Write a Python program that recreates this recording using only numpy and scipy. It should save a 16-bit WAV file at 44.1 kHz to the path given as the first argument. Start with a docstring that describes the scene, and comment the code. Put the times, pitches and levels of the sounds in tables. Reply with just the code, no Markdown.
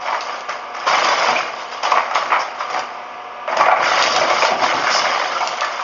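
"""Boards crunch over a running diesel and its whining hydraulic pump: an excavator tears down a timber roof.
Each pull of the grapple brings a burst of small fractures in wood and plaster. Joists crack and ring,
laths snap, heavy pieces thud and slipping panels squeak, until the roof slides down in one long collapse.
The walls of the yard return the noise of the debris as a short reverberation."""
import sys
import numpy as np
from scipy import signal
from scipy.fft import rfft, irfft
from scipy.io import wavfile
from scipy.ndimage import uniform_filter1d

SR = 44100
rng = np.random.default_rng(int(sys.argv[2]) if len(sys.argv) > 2 else 0)


def transcribe(signal):
    """Save signal, clipped to [-1, 1], as a 16-bit WAV file at the path in sys.argv[1]."""
    frames = np.atleast_2d(signal).T
    limited = np.clip(frames, -1, 1)
    pcm = np.round(limited * 32767).astype(np.int16)
    wavfile.write(sys.argv[1], SR, pcm)


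N = 257103
TIME = np.arange(N) / SR

# Spectrum of the diesel. Each row: frequency in Hz, relative gain in dB.
DIESEL_SPECTRUM = [(15, -73), (25, -46), (189, -22), (270, -18), (444, -10), (731, -2.5), (823, -5),
                   (1180, -0.5), (1400, -9), (1830, -18.5), (2000, -10.5), (2400, -12), (2970, -16.5),
                   (4140, -32), (4450, -29.5), (5780, -30), (7330, -50), (9530, -89.5), (16100, -120)]
# Speed of the nine-piston pump. Each row: time in seconds, piston rate in Hz.
PISTON_RATE = [(0, 243), (0.7, 240), (1.65, 237.5), (2.6, 244), (3.1, 242.3), (5.83, 240)]
# Machine tones. Each entry: a multiple of the piston rate; one third is the firing rate.
TONE_ORDERS = [1 / 3, 1, 2, 3, 4, 6, 7]
# Strength of those tones. Each entry: rms level in dB.
TONE_LEVELS = [-68.5, -57.5, -53, -40, -45, -54.5, -49.5]
# Gear and fan tones. Each row: frequency at mean speed in Hz, rms level in dB.
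GEAR_TONES = [(581, -51.5), (689, -50.5), (1180, -41), (1497, -53)]
# Pulls of the grapple. Each row: start and hold in seconds, relative crunch and crackle levels in dB.
GRAPPLE_PULLS = [(0.0, 0.059, -30, -39), (0.048, 0.12, -24, -36.5), (0.205, 0.023, -33, -35.5),
                 (0.26, 0.094, -27, -37), (0.48, 0.037, -23.5, -36), (0.734, 0.2, -28, -39),
                 (0.857, 0.28, -15.5, -24.5), (1.164, 0.14, -17, -25.5), (1.344, 0.042, -18.5, -29),
                 (1.575, 0.022, -36.5, -36.5), (1.707, 0.035, -29, -34.5), (1.823, .045, -18.5, -27.5),
                 (1.903, 0.01, -17.5, -31.5), (1.947, 0.029, -16, -40), (2.137, 0.04, -19.5, -28),
                 (2.204, 0.036, -23.5, -42), (2.292, 0.047, -19.5, -48.5), (2.383, .02, -26.5, -34.5),
                 (2.58, 0.054, -30, -37.5), (2.69, 0.088, -23.5, -35.5), (3.48, 0.076, -21.5, -39.5),
                 (3.575, 0.035, -17, -32.5), (3.628, 0.046, -20, -49.5)]
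# The roof sliding down. Each row: time in seconds, relative crunch and crackle levels in dB.
ROOF_COLLAPSE = [(3.73, -24.5, -52.5), (3.85, -14, -24.5), (4.16, -17.5, -22), (4.26, -17.5, -28),
                 (4.46, -15.5, -22.5), (4.57, -26, -35.5), (4.64, -15, -24.5), (4.81, -18.5, -29.5),
                 (4.96, -17, -24), (5.14, -16.5, -27), (5.32, -21.5, -30.5), (5.83, -28.5, -35.5)]
# Spectra of the four kinds of debris. Each row: frequency in Hz, relative gain in dB.
BOARD_SPECTRUM = [(150, -48.5), (250, -21), (324, -13.5), (435, -17.5), (532, -7.5), (732, -3.5), (916, -5),
                  (1150, 2.5), (1350, -1), (1820, -6), (2170, -1), (2750, -12), (3090, -18.5), (3650, -28),
                  (4200, -26), (5460, -50), (9240, -120)]
SPLINTER_SPECTRUM = [(1530, -44), (2600, -0.5), (3090, -2), (3650, -6.5), (4150, -9.5), (4880, 0),
                     (6490, -8.5), (6840, -12.5), (7330, -23), (9530, -55.5), (16100, -120)]
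JOIST_SPECTRUM = [(40, -68), (150, -38), (400, -19.5), (600, -2), (1300, -3), (1700, -8.5), (2300, -4.5),
                  (3000, -18), (4200, -29), (7000, -43.5)]
THUD_SPECTRUM = [(15, -61), (25, -44.5), (110, -20), (177, -8.5), (274, -5.5), (325, 1.5), (371, 2),
                 (450, 0.5), (580, -20.5), (990, -120)]
# Joists breaking. Each row: time in seconds, relative level in dB, pitch in Hz, weight of the snap in dB.
JOIST_BREAKS = [(0.062, -14, 826, -26), (0.084, -10.5, 799, -24.5), (0.127, -8, 996, -32),
                (0.145, -9.5, 1360, -36), (0.491, -16, 1340, -19), (0.868, -9.5, 1040, -23),
                (0.878, -3.5, 1070, -21), (0.933, -4.5, 1200, -19), (0.948, -7, 1030, -22),
                (1.046, -6.5, 1070, -8.5), (1.089, -5.5, 1140, -11.5), (1.286, -3.5, 770, -18),
                (1.833, -10, 790, -19), (1.853, -10, 993, -15), (1.919, 1, 1090, -18.5),
                (1.974, -4, 1180, -24.5), (2.112, -10, 1350, -17.5), (2.156, -3, 972, -29),
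                (2.321, -3, 1060, -35), (2.329, -7.5, 1210, -39), (2.361, -7, 1060, -34),
                (2.607, -8.5, 1140, -19), (2.743, -11, 778, -18), (2.772, -10.5, 775, -24),
                (3.478, -10, 719, -27.5), (3.527, -8, 743, -31), (3.57, -6.5, 708, -12),
                (3.601, -4, 825, -22), (3.61, 0, 1090, -20), (3.662, -3, 743, -33),
                (3.685, -2.5, 1300, -34), (3.716, -3, 1310, -39), (3.992, -5.5, 1140, -7.5),
                (4.017, -14, 1080, -21), (4.162, -6, 708, -14), (4.215, -3, 630, -21),
                (4.302, -4, 713, -12.5), (4.424, -3.5, 1160, -20), (4.45, -7, 810, -24),
                (4.519, -3, 703, -28), (4.621, -7, 665, -32), (4.638, -6.5, 1130, -15),
                (4.871, -5.5, 1520, -26), (5.408, -6.5, 966, -17), (5.618, -7.5, 1210, -38),
                (5.647, -11.5, 1220, -9), (5.794, -11.5, 1130, -33)]
# Thin laths breaking. Each row: start in seconds, relative level in dB.
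LATH_BREAKS = [(0.208, -18.5), (0.407, -27), (0.4938, -22), (0.8003, -28), (1.8328, -19), (2.15, -16.5),
               (2.793, -18.5), (3.5704, -20.5), (4.0233, -9), (4.0383, -11), (4.0626, -14), (4.1635, -10.5),
               (4.4513, -14), (4.9045, -21.5), (5.4735, -13), (5.6082, -14)]
# Heavy pieces landing. Each row: start in seconds, hold in seconds, level in dB.
HEAVY_LANDINGS = [(0.887, 0.26, -44.5), (1.027, 0.035, -35.5), (1.274, 0.058, -35), (1.91, 0.028, -48.5),
                  (2.19, 0.09, -48), (2.712, 0.059, -41), (3.485, 0.089, -42.5), (3.575, 0.038, -34.5),
                  (3.78, 0.59, -39.5), (4.157, 0.11, -36.5), (4.496, 0.031, -30), (4.593, .1, -34.5),
                  (4.731, .07, -32.5), (4.87, 0.21, -43), (5.15, 0.37, -49)]
# Pieces slipping. Each row: start in seconds, level in dB, pitch and bandwidth in Hz, length in seconds.
SLIP_STROKES = [(1.357, -15.5, 2390, 170, 0.02), (2.30, -17, 1120, 600, 0.092),
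                (2.303, -22.5, 2040, 800, 0.061), (2.392, -30.5, 5330, 700, 0.045),
                (3.679, -17, 784, 121, 0.03), (3.715, -10.5, 780, 107, 0.025),
                (4.42, -14.5, 2460, 596, 0.0093), (4.888, -20, 5210, 1290, 0.13),
                (5.349, -18, 1320, 100, 0.026), (5.405, -22.5, 904, 91.5, 0.021),
                (5.416, -20, 723, 80, 0.022), (5.618, -19.5, 1206, 69.4, 0.025),
                (5.626, -20.5, 1790, 101, 0.017), (5.639, -27, 1140, 70, 0.014)]
# Reverberation of the yard. Each row: frequency in Hz, time to decay by 60 dB in seconds.
YARD_T60 = [(100, 0.73), (700, 0.56), (2000, 0.46), (7000, 0.28)]


def amp(db):
    """Converts decibels to an amplitude ratio."""
    return 10 ** (np.asarray(db) / 20)


def unit(x):
    """Normalises to rms 1."""
    return x / np.sqrt(np.mean(x ** 2) + 1e-20)


def peaked(x, size=176):
    """Normalises a transient so that its loudest 4 ms have rms 1."""
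    return x / np.sqrt(uniform_filter1d(x ** 2, size).max() + 1e-20)


def steady(x, size=1800):
    """Division by the running rms evens out the slow level and leaves the fine texture."""
    power = uniform_filter1d(uniform_filter1d(x ** 2, size), size)
    return x / np.sqrt(abs(power) + 1e-20)


def at_frequency(points, hz):
    """Interpolates a table on a log-frequency axis."""
    f, value = np.transpose(points)
    return np.interp(np.log(hz + 1), np.log(f + 1), value)


def curve(rows, column):
    """Interpolates one column of a table in time."""
    rows = np.asarray(rows)
    return np.interp(TIME, rows[:, 0], rows[:, column])


def add(mix, start, sound):
    """Superposes a sound on the mix at a start in seconds."""
    part = mix[max(round(start * SR), 0):][:len(sound)]
    part += sound[:len(part)]


def drift(hz):
    """Low-passed noise gives a slow random fluctuation of rms 1."""
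    rolloff = 1 + (np.fft.rfftfreq(N, 1 / SR) / hz) ** 4
    return unit(irfft(rfft(rng.standard_normal(N)) / rolloff, N))


def colour(x, spectrum, size=4096):
    """A minimum-phase filter imposes a spectrum and keeps attacks sharp."""
    gain_db = at_frequency(spectrum, abs(np.fft.fftfreq(size, 1 / SR)))
    log_gain = np.log(amp(np.maximum(gain_db, -100)))
    taps = np.fft.ifft(np.exp(np.conj(signal.hilbert(log_gain)))).real
    return signal.oaconvolve(x, taps[:size // 2])[:len(x)]


def resonate(x, hz, width_hz):
    """A second-order resonance with a peak gain of 1."""
    return signal.lfilter(*signal.iirpeak(hz, hz / width_hz, fs=SR), x)


def burst(start, hold_s, attack_s, fade_db_per_s):
    """An envelope with a linear attack, a hold and an exponential decay."""
    age = TIME - start
    return np.clip(age / attack_s, 0, 1) * amp(-fade_db_per_s * np.maximum(age - hold_s, 0))


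def fragments(low_hz, high_hz, per_s, spread_db, cycles, tick, size):
    """A Poisson process of breaking pieces, each a tick and a damped ring; most are small, few large."""
    t, out = np.arange(size) / SR, np.zeros(N)
    chance, strength, pitch = rng.random((3, N))
    grit = rng.standard_normal(N + size)
    onsets = np.flatnonzero(chance < per_s / SR)
    at = onsets[:, None]
    hz = low_hz * (high_hz / low_hz) ** pitch[at]
    rings = np.sign(grit[at]) * np.sin(2 * np.pi * hz * t) * np.exp(-t * hz / cycles)
    ticks = grit[at + np.arange(size)] * np.exp(-t / 0.00077)
    gains = amp(spread_db * np.minimum(-np.log(strength[at]), 4))
    for onset, piece in zip(onsets, gains * (unit(rings) + tick * unit(ticks))):
        add(out, onset / SR, piece)
    return out


def excavator():
    """Rotation modulates the diesel noise once a shaft turn and sets the pitch of pump and gear tones."""
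    piston_hz = curve(PISTON_RATE, column=1)
    strokes = np.cumsum(piston_hz * (1 + 0.0025 * drift(hz=16))) / SR
    shaft_turns = strokes / 9
    speed = piston_hz / piston_hz.mean()
    throb = 1 + 0.068 * np.cos(2 * np.pi * shaft_turns)
    clatter = unit(colour(rng.standard_normal(N), DIESEL_SPECTRUM)) * throb
    whine = gears = 0
    for order, db in zip(TONE_ORDERS, TONE_LEVELS):
        whine += amp(db + 0.91 * drift(hz=7.4)) * np.sin(2 * np.pi * order * strokes)
    for hz, db in GEAR_TONES:
        cycles = np.cumsum(hz * speed * (1 + 0.0044 * drift(hz=25))) / SR
        gears += amp(db + 3 * drift(hz=8.2)) * np.sin(2 * np.pi * cycles)
    return amp(-33) * clatter + np.sqrt(2) * (whine + gears)


def tearing(column, fade_db_per_s, attack_s=0.013, collapse_onset_s=0.03):
    """Incoherent sources add in power, giving the envelope of crunch (column 1) or crackle (column 2)."""
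    onset = np.clip((TIME - ROOF_COLLAPSE[0][0]) / collapse_onset_s, 0, 1)
    power = (amp(curve(ROOF_COLLAPSE, column)) * onset) ** 2
    for start, hold_s, *levels_db in GRAPPLE_PULLS:
        tear = burst(start, hold_s, attack_s, fade_db_per_s)
        trickle = amp(-12) * burst(start, hold_s, attack_s, fade_db_per_s=22)  # loose bits fall
        power += amp(levels_db[column - 1]) ** 2 * (tear ** 2 + trickle ** 2)
    return np.sqrt(power)


def boards(crunch):
    """Heavily damped fractures merge into a crunch as wood fibres and plasterboard give way in clumps."""
    grains = fragments(451.3, 3295, per_s=1300, spread_db=2.5, cycles=4.5, tick=1.11, size=900)
    clumps = amp(-2 + drift(hz=25))
    return clumps * crunch * steady(colour(grains, BOARD_SPECTRUM))


def splinters(crackle):
    """Small splinters, plaster and glass have high, lightly damped modes, heard together as a crackle."""
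    grains = fragments(2797, 7000, per_s=1300, spread_db=2.0, cycles=76, tick=0.75, size=700)
    return amp(-1.23) * crackle * steady(colour(grains, SPLINTER_SPECTRUM))


def joist_cracks(size=6000, lead_size=900, build_db_per_s=5000, wood_t60=0.048, snap_t60=0.025):
    """A swelling run of fibre failures excites a joist's resonance, with a bright snap on top."""
    t, out = (np.arange(size) - lead_size) / SR, np.zeros(N)
    before, after = np.maximum(-t, 0), np.maximum(t, 0)
    for break_s, db, hz, snap_db in JOIST_BREAKS:
        fibres = rng.standard_normal((2, size)) * amp(2.1 * rng.standard_normal((2, size)))
        fibres *= amp(-build_db_per_s * before)
        wood = colour(fibres[0] * amp(-60 * after / wood_t60), JOIST_SPECTRUM)
        body = peaked(0.26 * wood + resonate(wood, hz, width_hz=226))
        snap = peaked(colour(fibres[1] * amp(-60 * after / snap_t60), SPLINTER_SPECTRUM))
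        add(out, break_s + t[0], amp(db - 8) * (body + amp(snap_db + 1.5) * snap))
    return out


def lath_snaps(size=4000, t60=0.016):
    """Brittle fracture of a dry lath radiates a short, bright tick."""
    t, out = np.arange(size) / SR, np.zeros(N)
    for start, db in LATH_BREAKS:
        tick = colour(rng.standard_normal(size) * amp(-60 * t / t60), SPLINTER_SPECTRUM)
        add(out, start, amp(db - 4.5) * peaked(tick))
    return out


def heavy_pieces(crunch, thump_db=-28.5):
    """Impact excites the low modes of beams and slabs; every crunch carries a little of the same thud."""
    grains = fragments(45, 420, per_s=350, spread_db=2.0, cycles=4.8, tick=2.0, size=1400)
    power = (amp(thump_db) * crunch) ** 2
    for start, hold_s, db in HEAVY_LANDINGS:
        power += (amp(db) * burst(start, hold_s, attack_s=0.018, fade_db_per_s=136)) ** 2
    return np.sqrt(power) * steady(colour(grains, THUD_SPECTRUM))


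def slips(size=9000):
    """Friction of sheet metal, panels and grit drives a resonance: a narrow one sings, a wide one rasps."""
    t, out = np.arange(size) / SR, np.zeros(N)
    for start, db, hz, width_hz, length_s in SLIP_STROKES:
        friction = rng.standard_normal(2 * size)
        rub = resonate(resonate(friction, hz, width_hz), hz, width_hz)[size:]  # steady state only
        stroke = np.sin(np.pi * np.clip(t / length_s, 0, 1))
        add(out, start, amp(db) * peaked(steady(rub, size=400) * stroke))
    return out


def yard_echoes(x, size=32768, echoes_per_s=2500, first_echo_s=0.006):
    """Scattering from walls and rubble builds a diffuse reverberation whose treble decays first."""
    echoes = rng.standard_normal(size) * (rng.random(size) < echoes_per_s / SR)
    echoes *= np.arange(size) / SR > first_echo_s
    hz, t, spectra = signal.stft(echoes, SR, nperseg=256)
    decay = amp(-60 * t / at_frequency(YARD_T60, hz)[:, None])
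    tail = signal.istft(spectra * decay, SR, nperseg=256)[1]
    return signal.fftconvolve(x, tail / np.linalg.norm(tail))[:N]


def scene():
    """Superposition of the debris, its echoes and the running machine in one channel."""
    crunch = tearing(column=1, fade_db_per_s=150)
    crackle = tearing(column=2, fade_db_per_s=136.5)
    debris = boards(crunch) + splinters(crackle) + heavy_pieces(crunch)
    hits = joist_cracks() + lath_snaps() + slips()
    echoes = yard_echoes(amp(-10.5) * debris + amp(-3.5) * hits)
    return (debris + hits + echoes + excavator())[None]


def record(dry, cutoff_hz=7250):
    """Soft saturation rounds the loudest peaks; a low-pass filter then limits the band."""
    rounded = dry / (1 + dry ** 6) ** (1 / 6)
    lowpass = signal.firwin(301, cutoff_hz, window=("kaiser", 8), fs=SR)
    return signal.oaconvolve(rounded, lowpass[None], "same")


dry = scene()
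out = record(dry)
transcribe(out)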